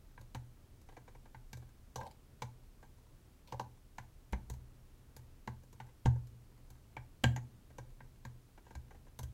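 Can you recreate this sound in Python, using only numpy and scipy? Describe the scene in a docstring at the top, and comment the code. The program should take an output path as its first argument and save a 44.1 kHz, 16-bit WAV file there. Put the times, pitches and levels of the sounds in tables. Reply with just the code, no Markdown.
"""Close on a small lock, clamped in a vise on a desk: quiet room air and the low rumble of hands.
Almost at once a pin snaps under the pick, a dry metal click that runs through the vise and sets the desk
booming briefly. Bright taps on the keyway follow, then dull nudges at pins that stay put. Near 2 s and
3.5 s the pick scrapes, sticking and slipping. From 4.3 s it gives way now and then, and the hand jolts
the vise. Snaps keep coming, the hardest at 7.2 s; a few last nudges, taps and soft thuds close the scene."""
import sys
import numpy as np
from scipy import signal
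from scipy.fft import rfft, irfft
from scipy.io import wavfile
from scipy.ndimage import uniform_filter1d

SR = 44100
rng = np.random.default_rng(int(sys.argv[2]) if len(sys.argv) > 2 else 0)


def store_wav(level_fs):
    """Save 16-bit WAV to argv[1]."""
    pcm = np.round(np.clip(np.atleast_2d(level_fs), -1, 1) * 32767)
    wavfile.write(sys.argv[1], SR, pcm.T.astype(np.int16))


N = 411453

# Levels in the tables are balances, ahead of the trims in the functions.
# colour of the room air: f/Hz, density/dB
AIR_COLOUR = [(12, -25.5), (20, 0.5), (31, 6), (40, -2.5), (55, -6), (119, -9.5), (162, -28.5),
              (233, -17.5), (268, -19), (620, -34.5), (1280, -33), (1650, -36), (2800, -37), (5950, -39),
              (13000, -41), (15800, -42)]
# colour of the hand rumble: f/Hz, density/dB
RUMBLE_COLOUR = [(20, -20.5), (55, -7), (78, 6.5), (97, -22.5), (121, 4), (150, -6.5), (210, -11.5),
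                 (400, -15.5), (1000, -25.5), (3000, -38), (16000, -78.5)]
# pins snap: t/s, vise knock/dB; then, relative to the knock, body clack/dB, pin tick/dB, desk thump/dB
SNAP_CUES = [(0.1768, -50, -5, -32, -4), (0.3473, -42, -9, -9, 1), (1.3457, -48, -7.5, -25, -4.5),
             (1.5305, -50.5, -1.5, 1, 5.5), (1.9582, -37, -20, -8, -6.5), (2.0114, -41.5, -10, -24, -9.5),
             (2.4201, -34.5, -12, -14, -7.5), (3.5226, -36, -18.5, -18, -7),
             (3.596, -30, -24.5, -18.5, -20.5), (3.9823, -39.5, -6, -16, -9.5),
             (4.3301, -34.5, -9, -20, -12), (5.475, -36, -10, -18.5, -5.5),
             (5.8009, -42, -9.5, -21.5, -5.5), (6.057, -27, -17.5, -21.5, 5),
             (6.9669, -38.5, -6.5, -25, -8.5), (7.24, -25.5, -2, -9.5, 1.5), (7.3622, -40, -5.5, -9, -3),
             (7.783, -42, -15, -13.5, -4), (8.0045, -50, -5.5, -38, -3.5), (8.2507, -46, -5, -11.5, 2.5),
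             (8.7518, -47.5, -9, -11, -1)]
# ring of lock and vise: f/Hz, level/dB, t60/s
METAL_MODES = [(211, -5.5, 0.14), (356, -2.5, 0.035), (480.5, -1, 0.043), (536, -3.5, 0.043),
               (769, -12, 0.073), (880, -4.5, 0.075), (962.5, -7.5, 0.075), (1000, -8, .045),
               (1473, -7.5, 0.017), (1604, -2.5, 0.049), (1834, -9.5, 0.0276), (2045, -10.5, 0.039),
               (2310, -4, 0.033), (2833, -4.5, 0.016), (3100, -27, 0.019), (3970, -13.5, 0.018),
               (4445, -18, 0.022), (4930, -20.5, 0.015), (6090, -11.5, 0.021), (5980, -19, 0.014),
               (6850, -20.5, 0.04), (7600, -16.5, 0.0093), (9970, -25.5, 0.028), (11440, -19.5, 0.018),
               (12900, -26, 0.02)]
# the crowd of fast-dying modes in between: f/Hz, density/dB
CRACK_COLOUR = [(100, -40), (220, -1.5), (330, 1.5), (550, 1), (680, -1.5), (900, 6), (1270, -2),
                (1650, -1.5), (2050, -2), (2600, -14), (3900, -19), (4800, -24), (6400, -17.5),
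                (9500, -33.5), (12500, -30.5), (16000, -32)]
# crossovers between vise, lock body, pin and pick: f/Hz
CROSSOVERS = [1250, 3700, 9200]
# boom of the desk: f/Hz, level/dB, t60/s, lag/s
DESK_MODES = [(121.04, -0.34, 0.38, .013), (76.7, -7, 0.34, 0.003), (173, -3, 0.068, 0.00012),
              (215.3, -25, 0.37, 0.0042)]
# decay of the room: f/Hz, t60/s
ROOM_DECAY = [(120, 0.91), (400, 0.29), (1000, 0.28), (3000, 0.21), (8000, 0.25), (16000, 0.37)]
# the tip strikes the keyway: t/s, tick/dB, knock/dB
TAP_CUES = [(0.212, -64.5, -57), (0.814, -71, -66.5), (1.571, -62.5, -55), (4.499, -51.5, -44.5),
            (4.537, -64.5, -53.5), (5.165, -55, -52.5), (5.635, -70, -58.5), (5.728, -66, -56.5),
            (6.159, -74, -51.5), (6.271, -67.5, -71), (6.703, -63, -59.5), (9.1897, -50.5, -45),
            (9.231, -55, -51.5)]
# the pick nudges a pin that stays put (the row at 7.373 s is the pick rebounding just after a snap): t/s,
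# level/dB
NUDGE_CUES = [(0.887, -50), (0.922, -56), (0.967, -45), (1.078, -49.5), (1.149, -52), (1.255, -54),
              (1.624, -55.5), (2.827, -50.5), (5.887, -58), (7.373, -44.5), (7.703, -55.5), (8.576, -51.5),
              (8.665, -54.5), (8.706, -50), (8.907, -50.5), (8.946, -55), (9.066, -57)]
# the pick drags over a pin: t/s, length/s, groan/dB, grit/dB
SCRAPE_CUES = [(1.971, 0.082, -48, -68), (2.055, 0.015, -45, -61), (2.104, 0.013, -66, -62.5),
               (3.467, .05, -66.5, -67.5), (3.534, 0.012, -44, -72), (3.603, 0.0096, -41.5, -64)]
# the hand jolts the vise: t/s, thud/dB, thud f/Hz, swell/s, tip scratch/dB, wrench ring/dB
JOLT_CUES = [(4.325, -32, 55, 0.01, -48.5, -73), (4.33, -41, 194, 0.0064, -71, -70),
             (4.504, -39.5, 63.5, 0.01, -79, -80), (6.052, -29, 58.6, 0.0068, -56, -58),
             (7.2376, -25.5, 221, 0.0034, -34.5, -37.5), (8.753, -44, 70, 0.017, -70, -83),
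             (9.231, -40.5, 68.6, 0.01, -72, -63), (9.287, -40, 73.8, 0.0039, -72, -83)]
# ring of the springy tension wrench: f/Hz, level/dB, t60/s
WRENCH_MODES = [(1600, -3, 0.11), (1800, -14, 0.047), (1980, -3.5, 0.056), (2170, -16, 0.14),
                (3010, 1, 0.036), (3200, 4, 0.043), (3300, -2, 0.063)]


def gain(db):
    """Decibels to gain."""
    return 10 ** (np.asarray(db) / 20)


def unit_rms(x):
    """Scales to rms 1."""
    return x / np.sqrt(np.mean(x ** 2) + 1e-20)


def punch(x):
    """Rms of the loudest three milliseconds."""
    return np.sqrt(uniform_filter1d(x ** 2, size=132).max() + 1e-20)


def curve_at(points, hz):
    """Reads a curve on a log-frequency axis."""
    f, value = np.transpose(points)
    return np.interp(np.log(hz + 1), np.log(f + 1), value)


def add(mix, s, sound):
    """Drops a sound into the mix at s seconds."""
    part = mix[max(round(s * SR), 0):][:len(sound)]
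    part += sound[:len(part)]


def noise(colour, count):
    """Coloured noise of rms 1."""
    eq = gain(curve_at(colour, np.fft.rfftfreq(count, 1 / SR)))
    return unit_rms(irfft(rfft(rng.standard_normal(count)) * eq, count))


def air_and_hands(air_db=-60, hands_db=-65, wander_db=1):
    """The bed: steady room air and the wandering rumble of hands pressing on the vise."""
    t, rates_hz = np.arange(N) / SR, np.geomspace(0.379, 4, 12)
    wander = unit_rms(sum(np.sin(2 * np.pi * (hz * t + rng.random())) / np.sqrt(hz) for hz in rates_hz))
    air = gain(air_db) * noise(AIR_COLOUR, N)
    return air + gain(hands_db + wander_db * wander) * noise(RUMBLE_COLOUR, N)


def snaps(knock_hz=896.7, spread=0.044, usual_db=-42.5):
    """Pins give way. Each blow is: t/s, knock f/Hz, levels/dB of (vise, body, pin, pick), thump/dB."""
    blows = []
    for (s, db, clack, tick, thump), place in zip(SNAP_CUES, rng.standard_normal(len(SNAP_CUES))):
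        glint = tick - 9 - 0.23 * (db - usual_db)  # the thin pick takes a smaller share of hard blows
        levels = db + np.array([0, clack, tick, glint])
        blows.append((s, knock_hz * np.exp(spread * place), levels, db + thump))
    return blows


def metal_ring(t, scatter_db, build_cycles=0.97):
    """Struck metal: the contact point shuffles the mode levels, and low modes bloom later."""
    hz, db, t60 = np.transpose(METAL_MODES)[:, :, None]
    share, phase, grip = rng.standard_normal((3, len(METAL_MODES), 1))
    # the high modes belong to the thin pick, whose free length changes with every move
    hz = hz * (1 + grip * np.where(hz > CROSSOVERS[1], 0.0094, 0.0017))
    attack = 1 - np.exp(-(t * hz / build_cycles) ** 2)
    decay = gain(db + scatter_db * share - 60 * t / t60)
    return (attack * decay * np.sin(2 * np.pi * (hz * t + phase))).sum(0)


def click(levels_db, knock_hz=880, crack_t60=0.074, seat_s=0.0037, seat_t60=0.011):
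    """Ring, crack and knock of one hit, shared out in four bands: vise, lock body, pin and pick."""
    t = np.arange(SR // 10) / SR
    seating = (t > seat_s) * gain(-4 - 60 * abs(t - seat_s) / seat_t60)  # the pin lands a moment later
    attack = 1 - np.exp(-t / 0.0001)
    crack = noise(CRACK_COLOUR, len(t)) * attack * (gain(-60 * t / crack_t60) + seating)
    ring = metal_ring(t, scatter_db=5.5)
    # the heavy jaws, damped by the hand, swing only a few times
    knock = np.exp(-((t - 0.0031) / 0.0018) ** 2) * np.sin(2 * np.pi * knock_hz * t)
    hit = ring / punch(ring) + crack / punch(crack) + gain(3) * knock / punch(knock)
    bands = [(CROSSOVERS[0], "low"), (CROSSOVERS[:2], "band"),
             (CROSSOVERS[1:], "band"), (CROSSOVERS[-1], "high")]
    parts = [signal.sosfilt(signal.butter(4, hz, kind, fs=SR, output="sos"), hit) for hz, kind in bands]
    return sum(gain(db) * part / punch(part) for db, part in zip(levels_db, parts))


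def lock_clicks(blows, trims_db=(-3, 0, 0, -1)):
    """Every blow clicks in the lock, with the vise and pick bands pulled back a little."""
    out = np.zeros(N)
    for s, hz, levels, _ in blows:
        add(out, s, click(levels + np.array(trims_db), hz))
    return out


def vise_hollow(x, dip_hz=1280, width_hz=260, depth_db=-13):
    """A scoop in the mids: at its antiresonance the vise hardly radiates."""
    notched = signal.lfilter(*signal.iirnotch(dip_hz, dip_hz / width_hz, fs=SR), x)
    return notched + gain(depth_db) * (x - notched)


def desk_boom(blows, trim_db=3, swell_s=0.0013):
    """The weight under the clicks: each blow shakes the desk, which swells just after the knock."""
    t, out = np.arange(SR // 2) / SR, np.zeros(N)
    boom = np.zeros(len(t))
    for hz, db, t60, lag in DESK_MODES:
        age = np.maximum(t - lag, 0)
        attack = 1 - np.exp(-age / swell_s)
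        boom += attack * gain(db - 60 * age / t60) * np.sin(2 * np.pi * hz * age)
    for s, *_, thump in blows:
        add(out, s, gain(thump + trim_db) * boom)
    return out


def room_reverb(send, fade_in_s=0.0016):
    """A small furnished room: a short, diffuse tail in which the bass hangs longest."""
    hz, t, spectra = signal.stft(rng.standard_normal(SR // 2), SR, nperseg=256)
    tail = signal.istft(spectra * gain(-60 * t / curve_at(ROOM_DECAY, hz)[:, None]), SR)[1]
    tail *= 1 - np.exp(-(np.arange(len(tail)) / SR / fade_in_s) ** 2)
    return signal.fftconvolve(send, tail / np.linalg.norm(tail))[:N]


def taps(knock_hz=451):
    """Bright, hollow blows of the tip: body and pick follow the tick, the desk follows the knock."""
    return [(s, knock_hz, [knock, tick - 8, tick, tick - 0.5], knock + 1) for s, tick, knock in TAP_CUES]


def fidgets(per_s=4, level_db=-73, spread_db=3):
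    """Tiny random touches of the pick inside the keyway, some duller than others."""
    out = np.zeros(N)
    for when, size, dull in rng.random((int(per_s * N / SR), 3)):
        rolloff_db = np.array([0, 4, 7, 11]) * (dull + 0.5)
        add(out, when * N / SR, click(level_db + spread_db * (2 * size - 1) - rolloff_db))
    return out


def nudges(knock_hz=766, spread=0.18, slip_s=0.0045, slip_hz=406, slip_db=-1.5):
    """Dull double blows, pitched by where the pick lands: it touches, slips and lands with a lower knock."""
    blows = []
    for (s, db), (place, delay) in zip(NUDGE_CUES, rng.uniform(-0.973, 1, (len(NUDGE_CUES), 2))):
        pitch = np.exp(spread * place)
        levels, thump = db + np.array([-2.5, -15, -23, -31]), db - 17
        blows.append((s, knock_hz * pitch, levels, thump))
        blows.append((s + slip_s * (1 + delay / 2), slip_hz * pitch, levels + slip_db, thump + slip_db))
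    return blows


def scrapes(slips_per_s=700, uneven_db=3, bite_s=0.0091, ease_db_per_s=38, release_s=0.0077):
    """The pick sticks and slips; each slip rings the vise softly, and the hardest crackle with grit."""
    out, age, t = np.zeros(N), np.arange(SR // 10) / SR, np.arange(SR // 6) / SR
    groan_band = signal.butter(3, [500, 1050], "band", fs=SR)
    grit_colour = [(200, -17), (1500, -1), (4200, 7), (6800, 0), (9000, -5.5), (16000, -5.5)]
    for s, length, groan_db, grit_db in SCRAPE_CUES:
        # the drag bites, eases as the pin yields, and lets go
        release = np.exp(-np.maximum(t - length, 0) / release_s)
        pressure = np.minimum(t / bite_s, 1) * gain(-ease_db_per_s * t) * release
        slips = (rng.random(len(t)) < slips_per_s / SR) * gain(uneven_db * rng.standard_normal(len(t)))
        groan = signal.lfilter(*groan_band, metal_ring(age, scatter_db=2.5))
        grit = noise(grit_colour, len(age)) * gain(-60 * age / 0.022)
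        for push, grain, db in ((slips, groan, groan_db), (slips ** 2, grit, grit_db)):
            texture = irfft(rfft(push) * rfft(grain, len(t)), len(t))
            add(out, s, gain(db) * pressure * unit_rms(texture))
    return out


def jolts(wrench_lag_s=0.00184, scratch_t60=0.018):
    """The tip skids off a pin with a short scratch, the wrench springs, the hand lands with a soft thud."""
    t, out = np.arange(SR // 4) / SR, np.zeros(N)
    wrench = sum(gain(db - 60 * t / t60) * np.sin(2 * np.pi * (hz * t + rng.random()))
                 for hz, db, t60 in WRENCH_MODES)
    for s, thud_db, thud_hz, swell_s, scratch_db, wrench_db in JOLT_CUES:
        thud = t / swell_s * np.exp(1 - t / swell_s) * np.sin(2 * np.pi * thud_hz * t)
        scratch = noise([(500, 6), (4500, -6), (6400, -5), (8500, -7), (15000, -10)], len(t))
        add(out, s, gain(thud_db) * thud + gain(scratch_db - 60 * t / scratch_t60) * scratch)
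        add(out, s + wrench_lag_s, gain(wrench_db) * wrench)
    return out


def scene(lock_send_db=-10.5, desk_send_db=-17):
    """The mono mix: lock up front, desk underneath, a touch of room around both, all over the bed."""
    blows = snaps() + taps() + nudges()
    lock = vise_hollow(lock_clicks(blows) + scrapes() + fidgets()) + jolts()
    boom = desk_boom(blows)
    reverb = room_reverb(gain(lock_send_db) * lock + gain(desk_send_db) * boom)
    return (lock + boom + reverb + air_and_hands())[None]


def record(dry, cutoff_hz=15900):
    """A steep high cut on the whole mix."""
    high_cut = signal.firwin(511, cutoff_hz, window=("kaiser", 9), fs=SR)
    return signal.oaconvolve(dry, high_cut[None], "same")


dry = scene()
out = record(dry)
store_wav(out)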